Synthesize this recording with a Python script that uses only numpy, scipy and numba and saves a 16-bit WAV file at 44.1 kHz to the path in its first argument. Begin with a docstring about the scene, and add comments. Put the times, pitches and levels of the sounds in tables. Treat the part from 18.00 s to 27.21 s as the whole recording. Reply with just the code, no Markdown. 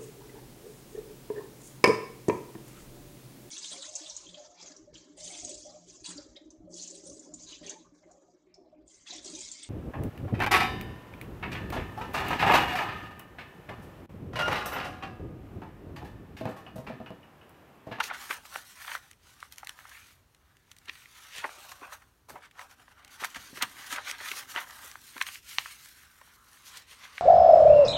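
"""Paper rustle: a hand turns thin pages of a booklet on a hard surface and smooths them flat, close by.
Fingers and pages slide with a grainy noise hiss, and the bending sheet crackles round a moving resonance.
Creases snap as short rings with a crack on top; swinging pages puff dull noise and landings thump low.
A dragging palm whispers through a narrow band; a small room answers over a faint low hum and hiss."""
import sys
import numpy as np
from scipy import signal
from scipy.fft import rfft, irfft, next_fast_len
from scipy.io import wavfile
from scipy.ndimage import uniform_filter1d
from numba import njit

SR = 44100
rng = np.random.default_rng(int(sys.argv[2]) if len(sys.argv) > 2 else 0)


def wrap_up_sound(samples):
    """Save the sound to the file named by the first command line argument, as 16-bit audio."""
    columns = np.atleast_2d(samples).T
    # keep every value between -1 and 1, then stretch to whole-number steps
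    tamed = np.clip(columns, -1, 1)
    steps = np.round(tamed * 32767).astype(np.int16)
    wavfile.write(sys.argv[1], SR, steps)


def ratio_of_db(decibels):
    """Turn decibels (scalar or array-like) into linear amplitude factors; 0 dB maps to 1."""
    return 10 ** (np.asarray(decibels, float) / 20)


N = 406161

# spectrum of the room's hum and hiss: frequency_hz, relative_level_db
ROOM_TONE_SPECTRUM = [(20, -47), (35, -5.5), (55, 0.5), (78, 2), (105, -2), (200, -11), (500, -16.5),
                      (1300, -17.5), (2500, -24.5), (6000, -28.5), (15800, -31.5)]
ROOM_TONE_DB = -67  # rms
ROOM_T60_S, ROOM_DB = 0.17, -14  # decay by 60 dB, strength of the echo

# air pushed by the swinging page and hand, joined over time: time_s, level_db
PAGE_SWINGS = [(0.0, -60), (0.49, -75.5), (2.25, -83), (5.26, -74.5), (5.49, -66), (7.85, -79),
               (9.21, -79.5)]
# spectrum of that air: frequency_hz, relative_level_db
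PUFF_SPECTRUM = [(30, -8), (60, -4.5), (260, 4), (450, -1), (800, -46)]

# pages and palm landing: start_s, level_db, resonance_hz
LANDINGS = [(0.097, -56, 480), (0.298, -45, 397), (0.555, -55.5, 304), (2.883, -56, 284), (3.38, -57, 185),
            (3.442, -44, 393), (3.576, -58, 452), (3.816, -49.5, 392), (4.299, -51, 330), (4.32, -54, 130),
            (4.341, -50.5, 382), (5.218, -46.5, 312), (5.359, -49.5, 221), (5.37, -54, 80),
            (5.527, -47.5, 240), (5.57, -48, 380), (5.623, -43, 248), (5.635, -55, 120), (5.926, -48, 306),
            (6.208, -51, 500), (6.31, -51, 272), (6.36, -59, 330), (6.557, -44, 418), (6.842, -57, 444),
            (7.158, -49.5, 330), (7.58, -59, 133)]
THUMP_RISE_MS = 4.1  # from start to peak

# flat palm dragging down the page, joined over time: time_s, level_db, air_pocket_hz
PALM_STROKES = [(7.6, -90, 1700), (7.8, -67, 1600), (8.0, -61.5, 1610), (8.2, -69.5, 1460),
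                (8.4, -64.5, 1310), (8.6, -67, 1160), (8.75, -58, 1090), (8.86, -71, 1090),
                (9.05, -59, 1140), (9.21, -66, 1100)]

# creases that buckle: peak_s, ring_db, ring_hz, crack_db, fade_ms (to 1/e)
CREASES = [(0.004, -23, 1480, -47, 2.6), (0.04, -29.5, 2270, -33, 1.75), (0.101, -35.5, 1500, -70, 11.6),
           (0.112, -28, 1100, -73, 5), (0.309, -22, 1450, -49, 3.16), (0.453, -42.5, 1390, -65, 2.7),
           (0.559, -22.5, 1180, -56, 1.1), (0.849, -39.5, 1420, -58, 2.3), (0.879, -32.5, 1700, -58, 1.3),
           (0.917, -31, 1740, -50, 2.9), (0.952, -21.5, 1490, -54.5, 1.03), (1.113, -45, 2450, -41.5, 1.25),
           (1.132, -54, 2630, -58, 2.9), (1.404, -52, 3030, -47.5, 2), (1.428, -29, 1490, -55, 0.96),
           (1.524, -49, 2830, -38, 1.2), (1.56, -57, 2970, -48, 1.2), (1.583, -42, 2380, -33.5, 0.92),
           (1.632, -36.5, 1060, -62, 3.7), (1.647, -52, 2630, -43, 2.2), (1.672, -30, 2160, -34, 0.78),
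           (1.694, -29.5, 2250, -30.5, 0.75), (1.79, -38.5, 1400, -54, 0.74), (1.854, -42, 1250, -70, 3.1),
           (2.348, -55.5, 2320, -54.5, 1.5), (2.569, -56.5, 2390, -58, 2.1), (2.716, -45, 2510, -44.5, 2.2),
           (2.766, -54, 2000, -51, 2), (2.786, -56, 2180, -46, 1.4), (2.857, -55, 2040, -54, 3.9),
           (2.884, -39, 2650, -62, 3.2), (2.896, -27.5, 2220, -50, 1.54), (2.955, -45.5, 2180, -56, 3.4),
           (3.058, -41.5, 2000, -62, 1.5), (3.443, -25, 1130, -60, 8.2), (3.493, -35.5, 1050, -59, 1.5),
           (3.718, -39.5, 1250, -44, 6.1), (3.83, -39.5, 1030, -69, 8.2), (4.021, -53, 1420, -62, 6.9),
           (4.288, -48.5, 800, -53.5, 5), (4.305, -39.5, 1010, -61, 2.2), (4.357, -39, 925, -63, 7.3),
           (4.512, -53, 2380, -59, 3.4), (4.594, -32.5, 1310, -46, 1.15), (4.614, -41, 1270, -54, 2.2),
           (4.712, -54, 2060, -50.5, 2.5), (4.881, -47, 1290, -75, 2.6), (5.048, -45.5, 2260, -44, 1.4),
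           (5.079, -53, 2690, -51, 2.7), (5.228, -31.5, 1000, -55, 1.7), (5.238, -24, 1480, -44, 1.45),
           (5.246, -21.5, 1320, -29, 1.82), (5.253, -29, 1530, -29.5, 1.25), (5.347, -37, 2350, -44, 4.3),
           (5.368, -40.5, 1520, -46, 5.1), (5.574, -36.5, 1720, -50, 5.8), (5.614, -28, 1600, -50, 3.7),
           (5.624, -24, 2600, -21.5, 4.85), (5.633, -31, 1790, -44, 1.88), (5.927, -29, 1640, -31, 3.2),
           (5.962, -32, 2330, -39, 4.6), (5.982, -29.5, 1410, -62, 6.1), (6.113, -28, 2240, -25, 0.79),
           (6.287, -31.5, 2530, -50, 3.2), (6.316, -25.5, 2090, -33.5, 2.65), (6.551, -38, 1680, -44, 5.8),
           (6.562, -21.5, 1700, -45, 1.84), (6.585, -30, 1910, -50, 4), (6.708, -44, 1490, -45, 2.8),
           (6.915, -60, 2250, -35.5, 0.77), (6.956, -33.5, 1310, -59, 1.5), (7.166, -36.5, 1380, -64, 3.2),
           (7.18, -34, 1530, -39, 1.6), (7.214, -18, 1920, -37, 2.9), (7.224, -38, 2250, -27.5, 1.46),
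           (7.267, -34, 1940, -39, 2.8), (7.288, -30, 1770, -47, 1.1), (7.357, -33.5, 2060, -43, 0.65),
           (7.585, -10.5, 2000, -37, 0.56), (7.659, -31.5, 1400, -59, 2.14), (7.859, -46, 2030, -47, 1.6),
           (8.215, -44.5, 1030, -75, 3.54), (8.275, -52, 1140, -73, 3), (8.772, -48, 3230, -37.5, 4.4),
           (9.181, -27.5, 1820, -52, 1.96)]
SNAP_RISE_MS, RISE_PER_FADE = 0.4, 0.25  # a snap that fades slowly also builds slowly

# pushes of the fingers or folds of the page: peak_s, hiss_db, crackle_db, swell_ms, fade_ms
# (swell and fade times are for the 10 dB nearest the peak)
PAPER_MOVES = [(0.0, -40, -20.5, 10, 14.2), (0.042, -40.5, -46, 15, 38), (0.083, -44, -52, 38, 8),
               (0.11, -75, -39.5, 27, 58), (0.14, -47.5, -45, 10, 50), (0.215, -45.5, -46, 50, 90),
               (0.307, -41, -37.5, 16, 62), (0.46, -52, -57, 43, 86), (0.553, -45.5, -46, 40, 69),
               (0.71, -51, -59.5, 80, 42), (0.84, -48, -50.5, 90, 70), (0.895, -50, -40.5, 26, 38),
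               (0.94, -43.5, -40.5, 51, 37), (1.05, -59.5, -60.5, 91, 76), (1.275, -59.5, -62.5, 60, 180),
               (1.434, -57, -56.5, 44, 40), (1.53, -54.5, -61, 20, 18), (1.588, -55.5, -56.5, 22, 29),
               (1.69, -57.5, -55.5, 60, 59), (1.795, -57.5, -57.5, 25, 32), (1.957, -55, -54.5, 200, 120),
               (2.08, -61, -64.5, 110, 96), (2.5, -76, -72, 220, 300), (2.725, -65.5, -68, 71, 20),
               (2.78, -70, -76, 22, 55), (2.89, -66, -42, 12, 11), (2.98, -57, -57, 135, 130),
               (3.19, -54.5, -57.5, 98, 320), (3.38, -44.5, -47.5, 45, 35), (3.425, -58, -48, 45, 80),
               (3.58, -52.5, -52, 300, 300), (3.715, -54, -53, 50, 13), (3.835, -66, -45.5, 23.5, 79),
               (3.933, -45, -41.5, 18, 23.6), (4.02, -72, -61.5, 21, 16), (4.298, -50.5, -49.5, 9, 41),
               (4.362, -64, -47, 23, 37), (4.45, -60, -51.5, 35, 24), (4.608, -53, -47, 40, 47),
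               (4.708, -57.5, -54.5, 16, 39), (4.8, -63, -59, 30, 78), (4.917, -62, -58, 29, 25),
               (4.98, -69, -58, 25, 340), (5.14, -52.5, -57, 38, 39), (5.21, -44, -43.5, 16, 30),
               (5.245, -40.5, -41, 29, 23), (5.3, -51, -55.5, 43, 60), (5.362, -48, -39.5, 10, 18),
               (5.43, -50.5, -54.5, 72, 120), (5.576, -44, -50, 36, 26), (5.626, -43, -28.5, 14.5, 20.6),
               (5.7, -53, -52, 85, 55), (5.82, -46.5, -48, 84, 210), (5.93, -36, -38, 30, 26),
               (5.975, -66, -37.5, 31, 31), (6.095, -39, -37.5, 44, 30), (6.145, -60, -45.5, 28, 28),
               (6.213, -60, -45, 15, 21), (6.27, -42.5, -44, 85, 120), (6.378, -39.5, -42.5, 24, 51),
               (6.507, -44, -47.5, 25, 37), (6.572, -49, -30, 18, 24), (6.619, -44, -40.5, 57, 22),
               (6.71, -51.5, -50, 82, 91), (6.85, -48, -50, 110, 116), (7.082, -51, -60.5, 97, 150),
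               (7.171, -49, -50.5, 32, 25), (7.219, -43, -39, 16, 16.6), (7.277, -44, -44, 23, 25),
               (7.35, -45.5, -53, 74, 43), (7.494, -43.5, -52.5, 39, 110), (7.59, -46, -45, 16, 36),
               (7.713, -48, -52.5, 160, 45), (7.85, -51, -61.5, 170, 120), (8.01, -58.5, -63.5, 85, 120),
               (8.31, -60, -63.5, 340, 120), (8.54, -57, -62, 106, 170), (8.667, -48.5, -59.5, 25, 90),
               (8.77, -50.5, -56, 63, 43), (8.82, -54.5, -62, 15, 20), (8.91, -52.5, -60, 35, 86),
               (9.04, -52, -51.5, 43, 53), (9.187, -52.5, -55, 91, 27)]
FLANK_POWER = 1.46  # 1 = pointed peak, 2 = rounded
RESTING_HISS_DB, RESTING_CRACKLE_DB = -78, -86  # the hand lying on the page

# how the sheet is held, joined over time: time_s, resonance_hz, hiss_tilt_db (per octave)
SHEET_SHAPE = [(0.0, 1460, -6), (0.33, 1710, 1), (0.38, 1150, -1.5), (0.79, 1700, 0), (1.17, 1510, -3),
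               (1.9, 1530, -0.5), (1.95, 2120, -1.5), (2.38, 1440, -1), (2.97, 2050, -1), (3.28, 1560, -3),
               (3.37, 3100, -6.5), (3.43, 1100, -5), (4.08, 1360, 1), (4.38, 955, -0.5), (4.44, 1670, -7.5),
               (4.64, 1150, -1.5), (5.02, 1510, -3.5), (5.9, 1630, -2), (5.99, 1350, -7),
               (6.08, 1900, -4.5), (6.38, 1600, -1.5), (6.77, 1450, 0), (7.44, 2470, -1), (8.51, 1470, 0.5),
               (8.77, 1980, -5), (9.21, 1900, -6)]
# spectrum of sliding skin and paper: frequency_hz, relative_level_db
SLIDE_SPECTRUM = [(700, -28), (1500, -15), (2800, -5.5), (6000, -3.5), (10000, -4), (13000, -7),
                  (15800, -14)]

# treble dips of the microphone port: frequency_hz, gain_db
PORT_RESPONSE = [(4340, 0), (4960, -3), (5700, -0.5), (6800, -1), (7590, -4.5), (8900, -1), (9600, -2),
                 (10300, -5), (11500, -0.5)]
TOP_HZ = 15850  # upper edge of the sound


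def level(x, db):
    """Scale to an rms level."""
    return x * ratio_of_db(db) / np.sqrt(np.mean(x ** 2))


def colour(x, points):
    """Shape by (Hz, dB) points joined on a log-frequency axis."""
    hz, db = np.transpose(points)
    size = next_fast_len(len(x))
    f = np.maximum(np.arange(size // 2 + 1) * SR / size, 1)
    gain = ratio_of_db(np.interp(np.log(f), np.log(hz), db))
    return irfft(rfft(x, size) * gain, size)[:len(x)]


@njit
def svf(x, hz, damping):
    """State-variable band-pass, gain 1 at a centre that may move; damping = width / centre."""
    y, b, l = np.empty(len(x)), 0., 0.  # output, band-pass and low-pass memories
    for i in range(len(x)):
        g = np.tan(np.pi * hz[i] / SR)
        v = (b + g * (x[i] - l)) / (1 + g * (g + damping))
        b, l, y[i] = 2 * v - b, l + 2 * g * v, damping * v
    return y


def band(x, hz, damping):
    """A steep band: the resonance applied twice."""
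    hz = np.ones(len(x)) * hz
    return svf(svf(x, hz, damping), hz, damping)


def walk(rate):
    """Random levels drawn rate times a second and joined smoothly; rms 1."""
    spacing = int(SR / rate)
    draws = rng.standard_normal(N // spacing + 2)
    joined = np.interp(np.arange(N) / spacing, np.arange(len(draws)), draws)
    return level(uniform_filter1d(joined, spacing // 2), 0)


def slips(per_s, spread_db):
    """Tiny stick-slip releases at random moments: mostly small, a few large."""
    when, size, swing = rng.random(N), rng.exponential(size=N), rng.standard_normal(N)
    return (when < per_s / SR) * ratio_of_db(spread_db * np.minimum(size, 5)) * swing


def played(table):
    """Columns of a curve table, joined over time."""
    s, *columns = np.transpose(table)
    return [np.interp(np.arange(N) / SR, s, c) for c in columns]


def shimmer(x, tilt_db, depth_db, top_hz):
    """A bent sheet has many narrow modes; as its shape changes each one swells and fades on its own."""
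    out = 0
    mode_hz = 450 * 2 ** np.arange(0, np.log2(top_hz / 450), 1 / 6)  # six per octave
    for k, hz in enumerate(mode_hz):
        db = depth_db * walk(25) + tilt_db * np.log2(hz / 7500.)
        mode = signal.lfilter(*signal.iirpeak(hz, 10, fs=SR), x)
        out = out + (-1) ** k * ratio_of_db(db) * mode  # neighbours in opposite polarity
    return out


def room_tone():
    """A low hum over smooth hiss: one shaped noise whose level wavers slowly."""
    tone = colour(rng.standard_normal(N), ROOM_TONE_SPECTRUM)
    return level(tone * ratio_of_db(0.86 * walk(2.78)), ROOM_TONE_DB)


def room(x):
    """The hard surface and walls return a short, duller wash: decaying noise after a 3 ms gap."""
    t = np.arange(SR // 2) / SR
    tail = rng.standard_normal(len(t)) * np.exp(-np.log(1000) * t / ROOM_T60_S) * (t > .003)
    tail = colour(tail, [(200, 9.0), (1500, -5.0), (5000, -6), (15000, -3.0)])
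    tail = tail / np.sqrt(np.sum(tail ** 2))
    return ratio_of_db(ROOM_DB) * signal.fftconvolve(x, tail)[:N]


def flap(db):
    """The page and hand push air as they swing: dull puffs of shaped noise."""
    return level(colour(rng.standard_normal(N), PUFF_SPECTRUM), 0) * ratio_of_db(db)


def thumps():
    """A page or palm lands and squeezes out air: a short dull burst round one broad low resonance."""
    out, t = np.zeros(N + 4096), np.arange(4096) / SR
    u = t / (THUMP_RISE_MS / 1000)
    push = u * np.exp(1 - u)
    for s, db, hz in LANDINGS:
        burst = band(rng.standard_normal(len(t)) * push, hz, 1.0)
        burst *= np.sqrt(np.sum(push ** 2) / np.sum(burst ** 2))  # the energy of the push
        at = int(s * SR)
        out[at:at + len(t)] += ratio_of_db(db) * burst
    return out[:N]


def palm_drag(db, hz):
    """Fine friction under the palm sounds through the narrow resonance of the trapped air."""
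    friction = rng.standard_normal(N) * ratio_of_db(1.8 * walk(40))
    return level(band(friction, hz, 0.36), 0) * ratio_of_db(db)


def snaps():
    """Each crease gives way in a quick run of jolts: a low ring from the sheet, a sharper crack on top."""
    out, t = np.zeros(N + 4096), np.arange(4096) / SR
    for s, ring_db, hz, crack_db, fade_ms in CREASES:
        jolts = rng.standard_normal((2, len(t)))
        rise, fade = (SNAP_RISE_MS + RISE_PER_FADE * fade_ms) / 1000, fade_ms / 1000
        peak = 3 * rise  # leaves room for the build-up
        push = np.exp(np.minimum((t - peak) / rise, (peak - t) / fade))
        ring = band(band(jolts[0] * push, hz, 1.1), hz, 2.36)
        crack = band(jolts[1] * push, 5960.0, 2.0)
        # each part carries the energy of the push
        ring, crack = (v * np.sqrt(np.sum(push ** 2) / np.sum(v ** 2)) for v in (ring, crack))
        at = int((s - peak) * SR)
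        out[at:at + len(t)] += ratio_of_db(ring_db) * ring + ratio_of_db(crack_db) * crack
    return out[:N]


def rustles():
    """Levels of hiss and crackle over time: every rustle swells to its peak and fades; their powers add."""
    s, hiss_db, crackle_db, swell_ms, fade_ms = np.transpose(PAPER_MOVES)
    t = np.arange(0, N + 64, 64) / SR
    since_ms = 1000 * (t[:, None] - s)
    distance = np.where(since_ms < 0, -since_ms / swell_ms, since_ms / fade_ms)
    shape = ratio_of_db(-10 * distance ** FLANK_POWER) ** 2
    curves = []
    for db, rest_db in ((hiss_db, RESTING_HISS_DB), (crackle_db, RESTING_CRACKLE_DB)):
        power = shape @ ratio_of_db(db) ** 2 + ratio_of_db(rest_db) ** 2
        curves.append(np.interp(np.arange(N) / SR, t, 10 * np.log10(power)))
    return curves


def crackle(db, hz):
    """Small bends of the sheet come in clusters and ring a broad resonance with a weaker one on each side."""
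    bends = slips(5000, 2.04) * ratio_of_db(1.5 * walk(200))
    middle = band(bends, hz, 0.88)
    upper = ratio_of_db(-11.0) * band(bends, 1.8 * hz, 0.38)
    lower = ratio_of_db(-3.5) * band(bends, 0.69 * hz, 1.0)
    sheet = band(middle + upper + lower, hz, 3.18)  # bending radiates little far from the resonance
    return level(shimmer(sheet, 0, 1.8, 8000), 0) * ratio_of_db(db)


def sliding(db, tilt_db):
    """Skin and paper fibres catch and let go: dense noise plus random slips; the pressure flutters."""
    grain = rng.standard_normal(N) + level(slips(900, 3.0), -7)
    hiss = level(colour(grain * ratio_of_db(1.5 * walk(120)), SLIDE_SPECTRUM), 0)
    return level(shimmer(hiss, tilt_db, 1.3, 17000), 0) * ratio_of_db(db)


def scene():
    """Paper close by, its echo and the room tone."""
    hiss_db, crackle_db = rustles()
    sheet_hz, tilt_db = played(SHEET_SHAPE)
    paper = sliding(hiss_db, tilt_db) + crackle(crackle_db, sheet_hz) + snaps()
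    paper = paper + palm_drag(*played(PALM_STROKES)) + thumps() + flap(*played(PAGE_SWINGS))
    return (paper + room(paper) + room_tone())[None]


def top_cut(x):
    """Nothing passes above the cut-off."""
    return signal.sosfilt(signal.butter(12, 16820, fs=SR, output="sos"), x)


def record(dry):
    """The microphone port dips at a few treble bands and a steep low-pass cuts the top."""
    mix = colour(dry[0], PORT_RESPONSE)[None]
    low_pass = signal.ellip(10, .2, 45, TOP_HZ, fs=SR, output="sos")
    mix = signal.sosfilt(low_pass, mix)
    return top_cut(mix)


dry = scene()
out = record(dry)
wrap_up_sound(out)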